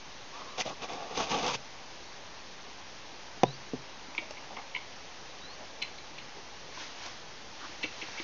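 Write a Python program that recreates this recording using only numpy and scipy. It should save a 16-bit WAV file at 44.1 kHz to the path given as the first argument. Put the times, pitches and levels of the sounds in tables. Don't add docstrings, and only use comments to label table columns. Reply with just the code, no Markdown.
import sys
import numpy as np
from scipy import signal
from scipy.io import wavfile
from scipy.ndimage import uniform_filter1d

SR = 44100
rng = np.random.default_rng(int(sys.argv[2]) if len(sys.argv) > 2 else 0)


def boost_factor(decibels):
    exponent = np.asarray(decibels, float) / 20
    return 10 ** exponent


def transcribe(u):
    v = np.clip(np.atleast_2d(u).T, -1, 1)
    q = np.round(v * 32767).astype(np.int16)
    wavfile.write(sys.argv[1], SR, q)


N = 362943

# [start t/s, length/s, pressure level/dB, grit over it/dB, low ring f/Hz]
DRAG_JERKS = [(0.324, 0.27, -47, -5.5, 1074), (0.57, 0.053, -34, -2, 690), (0.588, 0.049, -37, 6.5, 690),
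              (0.646, 0.072, -35, -5.5, 600), (0.696, 0.05, -38, -9.5, 680), (0.8, 0.034, -44, -8, 730),
              (0.811, 0.065, -36.5, -5, 690), (0.877, 0.077, -37, -7.5, 700), (0.925, 0.092, -40, -10, 690),
              (0.984, 0.14, -41, -10, 690), (1.091, 0.088, -41.5, -7, 724), (1.14, 0.045, -38, -2, 800),
              (1.159, 0.07, -32, -2, 780), (1.19, 0.054, -27.5, -6.5, 663), (1.216, 0.06, -36.5, -0.5, 696),
              (1.255, 0.059, -37, -3.5, 730), (1.286, 0.058, -36, 1, 800), (1.303, 0.09, -29.5, -5, 780),
              (1.366, 0.074, -33, -4, 686), (1.415, 0.093, -31, -4, 750), (1.475, 0.078, -33.5, -1.5, 980),
              (1.529, 0.044, -34, 3, 920)]
# [f/Hz, width/Hz, level/dB]
CASE_MODES = [(497, 142, 0), (694, 550, -7.5), (1120, 83, -1)]
# [f/Hz, width/Hz, level/dB]
DEEP_BOARD_MODES = [(60, 100, -16.5), (131, 21, -9), (197, 87, -5.5), (287, 32, -3)]
# [f/Hz, width/Hz, level/dB]
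GRIT_MODES = [(1650, 1360, -9), (2430, 320, 3), (3450, 720, 0)]
# [f/Hz, width/Hz, level/dB]
DUST_MODES = [(4560, 390, 1.5), (5830, 640, -2.5), (6110, 410, 2.5), (7600, 570, -3.5)]
# [t/s, strength level/dB, contact/ms]
CASE_BLOWS = [(0.659, -31.5, 1.8), (1.548, -26.5, 3), (3.4336, -7, 0.49), (3.4348, -18, 0.065),
              (3.4375, -10, 0.38), (3.4389, -8, 0.92), (3.4424, -17, 0.87), (3.451, -33.5, 0.55),
              (3.7344, -16.5, 1.63), (3.738, -15, 2.4), (3.7416, -25.5, 1.36), (3.7462, -36, 0.81),
              (3.754, -42, 0.84)]
# [f/Hz, level/dB, t60/s]
KNOCK_MODES = [(133, -20.5, 0.38), (150, -25.5, 0.26), (522, -40, 0.2), (185, -22.5, 0.07), (262, -39, .12),
               (403, -31.5, 0.36), (476, -6.5, 0.032), (780, 2, 0.01), (695, -33, 0.15), (983, -24.5, 0.11),
               (1390, -13, 0.0036), (1760, -17, 0.0078), (2200, -27, 0.0083), (2580, -6.5, .012),
               (2940, -7.5, 0.0097), (3530, -3, 0.0072), (4850, -5.5, 0.0055), (5500, -11.5, 0.0057),
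               (6100, -0.5, 0.0041)]
# [t/s, peak level/dB, loudest ring f/Hz, upper ring over it/dB]
CLAW_JABS = [
    (4.1786, -20.5, 2320, -11),
    (4.1808, -24.5, 2540, -12),
    (4.184, -25, 2380, -12),
    (4.1902, -31, 2330, -14),
]
# [t/s, peak level/dB, loudest ring f/Hz, upper ring over it/dB]
CLAW_SCRAPES = [(4.3693, -38, 2300, -22), (4.377, -39, 2200, -20), (4.567, -34.5, 2250, -20),
                (4.5844, -39, 2170, -12), (7.8385, -24.5, 2680, -10), (7.8428, -29, 2250, -9),
                (8.0245, -35, 2300, -16), (8.1745, -34, 2200, -20), (8.1795, -35, 2200, -20),
                (8.186, -34, 2300, -14), (8.1915, -34, 2700, -6)]
# [t/s, peak level/dB, loudest ring f/Hz, upper
# ring over it/dB]
CLAW_SLIPS_HIGH_BOARD = [(4.7488, -22, 2290, -21), (4.7445, -39, 2250, -20), (4.7585, -30.5, 2950, -16),
                         (4.7624, -25, 2270, -17), (4.772, -35, 2190, -18), (4.7864, -45, 2260, -10),
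                         (5.8184, -30, 2960, -1), (5.8228, -22.5, 2950, -6.5), (5.831, -29.5, 2250, -4),
                         (5.844, -37, 2250, -9), (5.8594, -41, 3000, -14), (5.8764, -43, 2980, -20),
                         (5.851, -40, 3000, -8), (5.9844, -39, 2210, -2), (6.1838, -36.5, 2430, -1),
                         (6.1994, -42, 2880, -10), (7.8296, -27, 2820, -8), (7.8335, -27, 2200, -5),
                         (8.0154, -31, 2300, -16), (8.0205, -29, 2260, -17), (8.1965, -29.5, 2250, -12),
                         (8.031, -36, 2200, -18), (5.838, -37, 2250, -6)]
# [f/Hz, level/dB, t60/s]
PLANK_MODES = [(2170, -26, 0.012), (2250, -3, 0.023), (2520, -8, 0.017), (2700, -4, 0.015),
               (2950, -2.5, 0.013), (3210, -5, 0.012)]
# [f/Hz, level/dB, t60/s]
SPLINTER_MODES = [(3500, 2, .012), (4240, -15, 0.016)]
# [t/s, peak level/dB,
# board f/Hz, t60/s, overtone level/dB]
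BOARD_THUMPS = [(3.745, -28, 256, 0.035, -11), (4.083, -39.5, 262, 0.044, -14),
                (4.182, -34.5, 950, 0.053, -6), (4.185, -33.5, 330, 0.047, -14),
                (4.221, -38.5, 594, 0.05, -16), (4.307, -29, 605, 0.024, -12), (4.567, -43, 790, 0.081, -13),
                (4.749, -38, 990, 0.05, -14), (4.764, -34, 964, 0.052, -14), (7.843, -33, 505, 0.04, -12),
                (6.181, -49, 560, 0.032, -18), (7.689, -45.5, 296, 0.11, -14), (7.84, -31, 304, 0.086, -5),
                (8.026, -37.5, 317, 0.075, 0), (8.199, -30, 330, 0.048, -12)]
# [start t/s, length/s, level/dB, ring f/Hz at start, ring f/Hz at end]
PAW_SHUFFLES = [
    (4.2, 0.078, -52, 720, 710),
    (4.36, 0.11, -52, 880, 810),
    (4.495, 0.072, -46, 720, 700),
    (4.56, 0.065, -42.5, 850, 810),
    (5.585, 0.08, -48.5, 656, 590),
    (6.355, 0.058, -50.5, 410, 385),
    (6.762, 0.035, -44.5, 1000, 1060),
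    (7.04, 0.065, -54, 800, 780),
    (7.595, 0.087, -49.5, 1200, 1650),
    (7.62, 0.063, -45, 850, 1550),
]
# [t/s, peak level/dB, ring f/Hz, treble over it/dB]
DRY_TICKS = [(0.6108, -25, 2000, -8), (0.8876, -36, 2320, -11), (0.934, -39, 2250, -0.5),
             (1.1692, -34, 2340, -23), (1.3452, -26, 3160, -17), (1.465, -28, 3100, -2),
             (1.4802, -26, 3530, -3), (1.5448, -37, 2580, -8), (1.5534, -34, 2340, -8),
             (4.15, -31, 2410, -15), (4.309, -38, 2800, 0), (5.8245, -36.5, 2610, 3.5),
             (6.183, -38, 2820, -13), (6.747, -44, 2310, -13), (6.772, -39, 1500, -10),
             (7.0628, -37, 3700, -2), (8.086, -40, 1000, -8)]
# [loudest t/s, level/dB, rise/(dB/s), fall/(dB/s)]
RUSTLE_SWELLS = [
    (6.814, -41.5, 120, 92),
    (7.06, -42, 100, 115),
    (7.646, -47, 105, 51),
    (7.832, -41.5, 900, 190),
    (8.02, -46, 35, 16),
    (8.23, -44, 60, 60),
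]
# [f/Hz, level/dB per Hz]
RUSTLE_SPECTRUM = [(88, -38), (150, -21), (361, 0), (403, -8), (450, -7), (677, -1.5), (844, -2.0),
                   (2000, -1), (6400, -4.5), (8320, -39), (14100, -120)][:-2]
# [start t/s, length/s, level/dB, swell start to end/dB, laziness 0-1 (1 = plain glide)]
WHISTLES = [
    (0.47, 0.1, -57, -5, 0.1),
    (2.04, 0.1, -69, 14, 0),
    (3.449, 0.113, -49.5, -7, 0),
    (5.412, 0.14, -55.5, 0, 0.94),
]
# [share of length, pitch f/Hz]
WHISTLE_PITCH = [(0, 3570), (0.25, 3830), (0.56, 4010), (0.78, 4480), (0.87, 4700), (1, 4760)]
# [f/Hz, level/dB per Hz]
HISS_SPECTRUM = [(12, -36), (20, -3), (27, -11.5), (145, -12.5), (252, -12.0), (278, -11.5), (484, -11.5),
                 (520, -9.5), (678, -11.5), (843, -8), (1370, -14.5), (1780, -13.5), (6400, -17),
                 (8320, -49), (14100, -120)][:-2]
# [f/Hz, level/dB]
CONVERTER_TONES = [(8269, -102), (9647, -107), (11025, -91.5), (12403, -104)]
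# [f/Hz, level/dB per Hz]
CONVERTER_NOISE = [(8000, -40), (8600, -8), (11000, 0), (13000, -8), (13500, -40)]


def drag():
    dust_db, dust_per_grit, grit_hz = -1.5, 1.3, 2930
    treble = signal.butter(3, 4100, "high", fs=SR, output="sos")
    size = SR * 3 // 10
    out = np.zeros(N)
    for s, length_s, db, grit_db, low_hz in DRAG_JERKS:
        clumps = boost_factor(0.69 * evened(uniform_filter1d(rng.standard_normal(size), size=200)))
        coarse = clumps * grains(size, 1500, spread_db=0.5)
        fine = clumps * grains(size, 3500, spread_db=2.0)

        grip = resonate(resonate(coarse, low_hz, 280), low_hz, 260)
        low = body(coarse, CASE_MODES) + boost_factor(1.5) * grip
        low += boost_factor(0.16 * (db + 29)) * body(coarse, DEEP_BOARD_MODES)
        grit = body(fine, GRIT_MODES) + boost_factor(-8.5) * resonate(resonate(fine, grit_hz, 560), grit_hz, 560)
        dust = signal.sosfilt(treble, body(fine, DUST_MODES))

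        rub = evened(low) + boost_factor(grit_db) * evened(grit)
        rub += boost_factor(dust_db + dust_per_grit * grit_db) * evened(dust)
        press = shape(length_s, attack_s=0.018, release_s=0.028, sag_db=-6)[1][:size]
        add(out, s, boost_factor(db) * press * rub[:len(press)])
    return out


def knocks():
    force = np.zeros(N)
    for s, db, contact_ms in CASE_BLOWS:
        push = np.sin(np.pi * np.clip(np.arange(200) / SR / (contact_ms / 1000), 0, 1))
        add(force, s, boost_factor(db) * push / push.sum())
    no_bass = signal.butter(6, 112, "high", fs=SR, output="sos")
    return signal.sosfilt(no_bass, signal.oaconvolve(force, ring(KNOCK_MODES))[:N])


def claws():
    out = np.zeros(N)
    t_ms = np.arange(2000) / SR * 1000
    lower_band = signal.butter(5, [1980, 3300], "band", fs=SR, output="sos")
    upper_band = signal.butter(4, [3300, 4700], "band", fs=SR, output="sos")
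    manners = [(3300, 0.6, CLAW_JABS), (2900, 2.27, CLAW_SCRAPES), (4080, 2.08, CLAW_SLIPS_HIGH_BOARD)]
    for upper_hz, slip_ms, slips in manners:
        upper = ring(SPLINTER_MODES + [(upper_hz, 1, 0.022)])[:4000]
        stroke = t_ms * np.exp(-t_ms / slip_ms)
        for s, db, hz, upper_db in slips:
            spot = rng.uniform(1.0, 1.02, len(PLANK_MODES))
            plank = [(f * k, level_db, t60) for (f, level_db, t60), k in zip(PLANK_MODES, spot)]
            lower = ring(plank + [(hz, 4, 0.018)])[:4000]
            clicks = stroke * grains(len(t_ms), 7000, spread_db=3.5)
            board = signal.sosfilt(lower_band, signal.fftconvolve(clicks, lower))
            top = signal.sosfilt(upper_band, signal.fftconvolve(clicks, upper))
            slip = board / abs(board).max() + boost_factor(upper_db) * top / abs(top).max()
            add(out, s - 0.6 * slip_ms / 1000, boost_factor(db) * slip)
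    return out


def paws():
    out = np.zeros(N)
    onset = np.minimum(np.arange(8000) / SR / 0.0024, 1)
    for s, db, hz, t60, overtone_db in BOARD_THUMPS:
        modes = [(hz, 0, t60), (hz * 2.0, overtone_db, 0.03), (hz * 1.316, overtone_db + 3.5, 0.03)]
        add(out, s, boost_factor(db) * ring(modes)[:8000] * onset)
    for s, length_s, db, start_hz, end_hz in PAW_SHUFFLES:
        along, press = shape(length_s, attack_s=0.017, release_s=0.028, sag_db=-3)
        size = len(along)
        hz = start_hz + (end_hz - start_hz) * along
        rub = resonate(resonate(grains(SR // 5, 1400, spread_db=2.0)[:size], hz, 480), hz, 480)
        hollow = resonate(grains(SR // 5, 800, spread_db=3.0)[:size], 260, 120)
        add(out, s, press * boost_factor(db) * (evened(rub) + boost_factor(-9.5) * evened(hollow)))
    return out


def ticks():
    out = np.zeros(N)
    for s, db, hz, treble_db in DRY_TICKS:
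        low = [(hz, 0, 0.012), (1150, -9, 0.015)]
        treble = [(4800, treble_db, 0.006), (5500, treble_db, 0.008),
                  (6300, treble_db - 0.5, 0.006), (7400, treble_db + 9.5, 0.02)]
        tick = ring(low + treble)[:2000]
        add(out, s, boost_factor(db) * tick)
        add(out, s + 0.001692, -boost_factor(db - 5.0) * tick)
    return out


def rustle():
    t = np.arange(N) / SR
    power = np.zeros(N)
    for s, db, rise, fall in RUSTLE_SWELLS:
        power += boost_factor(db + 3.5 - np.maximum(rise * (s - t), fall * (t - s))) ** 2
    return np.sqrt(power) * noise(RUSTLE_SPECTRUM, patchy_db=-0.5)


def bird():
    out = np.zeros(N)
    for s, length_s, db, swell_db, lazy in WHISTLES:
        along, breath = shape(length_s, attack_s=0.0062, release_s=0.012, sag_db=swell_db)
        song_hz = np.interp(along, *np.transpose(WHISTLE_PITCH))
        glide_hz = np.interp(along, [0, 1], [3730, 4520])
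        hz = uniform_filter1d((1 - lazy) * song_hz + lazy * glide_hz, size=200)
        air_db = 3.8 * evened(uniform_filter1d(rng.standard_normal(SR // 5), size=250))[:len(hz)]
        tone = np.sin(2 * np.pi * np.cumsum(hz) / SR)
        add(out, s, np.sqrt(2) * breath * boost_factor(db + air_db) * tone)
    return out + boost_factor(-14) * np.roll(out, 900)


def porch(x):
    t = np.arange(SR // 3) / SR
    tail = grains(len(t), 2000, spread_db=-1.0) * boost_factor(-60 * t / 0.31) * (t > 0.004)
    return signal.oaconvolve(x, tail / np.linalg.norm(tail))[:N]


def noise(spectrum, patchy_db):
    hz = np.fft.rfftfreq(1024, 1 / SR)
    f, level_db = np.transpose(spectrum)
    a, b, patches = rng.standard_normal((N // 256 + 5, 513, 3)).T
    patches = uniform_filter1d(patches, size=10, axis=0)
    patches = evened(uniform_filter1d(patches, size=10, axis=1))
    colour_db = np.interp(np.log(hz + 1), np.log(f + 1), level_db)
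    z = (a + 1j * b) * boost_factor(colour_db[:, None] + patchy_db * patches)
    return evened(signal.istft(z, nperseg=1024, noverlap=768)[1][:N])


def grains(size, per_s, spread_db):
    draw, strength, sign = rng.random((size, 3)).T
    level = boost_factor(-spread_db * np.log(strength + 0.0093))
    return evened((draw < per_s / SR) * level * np.sign(sign - 0.5))


def ring(modes):
    t = np.arange(SR // 2) / SR
    return sum(boost_factor(db - 60 * t / t60) * np.sin(2 * np.pi * hz * t) for hz, db, t60 in modes)


def resonate(x, hz, width_hz):
    turn = np.exp(2j * np.pi * np.cumsum(hz * np.ones(len(x))) / SR)
    r = np.exp(-np.pi * width_hz / SR)
    return 2 * (turn * signal.lfilter([1 - r], [1, -r], x / turn)).real


def body(slips, modes):
    return sum(boost_factor(db) * resonate(slips, hz, width_hz) * (-1) ** k
               for k, (hz, width_hz, db) in enumerate(modes))


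def shape(length_s, attack_s, release_s, sag_db):
    t = np.arange(0, length_s, 1 / SR)
    edges = np.clip(np.minimum(t / attack_s, (length_s - t) / release_s), 0, 1)
    return t / length_s, np.sin(np.pi / 2 * edges) ** 2 * boost_factor(sag_db * t / length_s)


def evened(x):
    return x / np.sqrt(np.mean(x ** 2) + 1e-20)


def add(mix, s, sound):
    part = mix[round(s * SR):][:len(sound)]
    part += sound[:len(part)]


def scene():
    near = drag() + knocks()
    animal = claws() + paws() + ticks()
    echoes = boost_factor(-10.0) * porch(animal) + boost_factor(-27) * porch(near)
    return (near + animal + echoes + rustle() + bird())[None]


def low_pass(x):
    return signal.sosfilt(signal.butter(12, 13000, fs=SR, output="sos"), x)


def record(dry):
    hiss = boost_factor(-44.5) * noise(HISS_SPECTRUM, patchy_db=0.75)
    no_rumble = signal.sosfilt(signal.butter(1, 25, "high", fs=SR, output="sos"), dry)
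    edge = signal.firwin(111, 6662, window=("kaiser", 9), fs=SR)  # low-pass, Hz
    band = signal.oaconvolve(no_rumble + hiss, edge[None], "same")
    t = np.arange(N) / SR
    whine = sum(np.sqrt(2) * boost_factor(db) * np.sin(2 * np.pi * hz * t) for hz, db in CONVERTER_TONES)
    faint = boost_factor(-96) * noise(CONVERTER_NOISE, patchy_db=0)
    offset = -0.0034
    return low_pass(band + whine + faint + offset)


dry = scene()
out = record(dry)
transcribe(out)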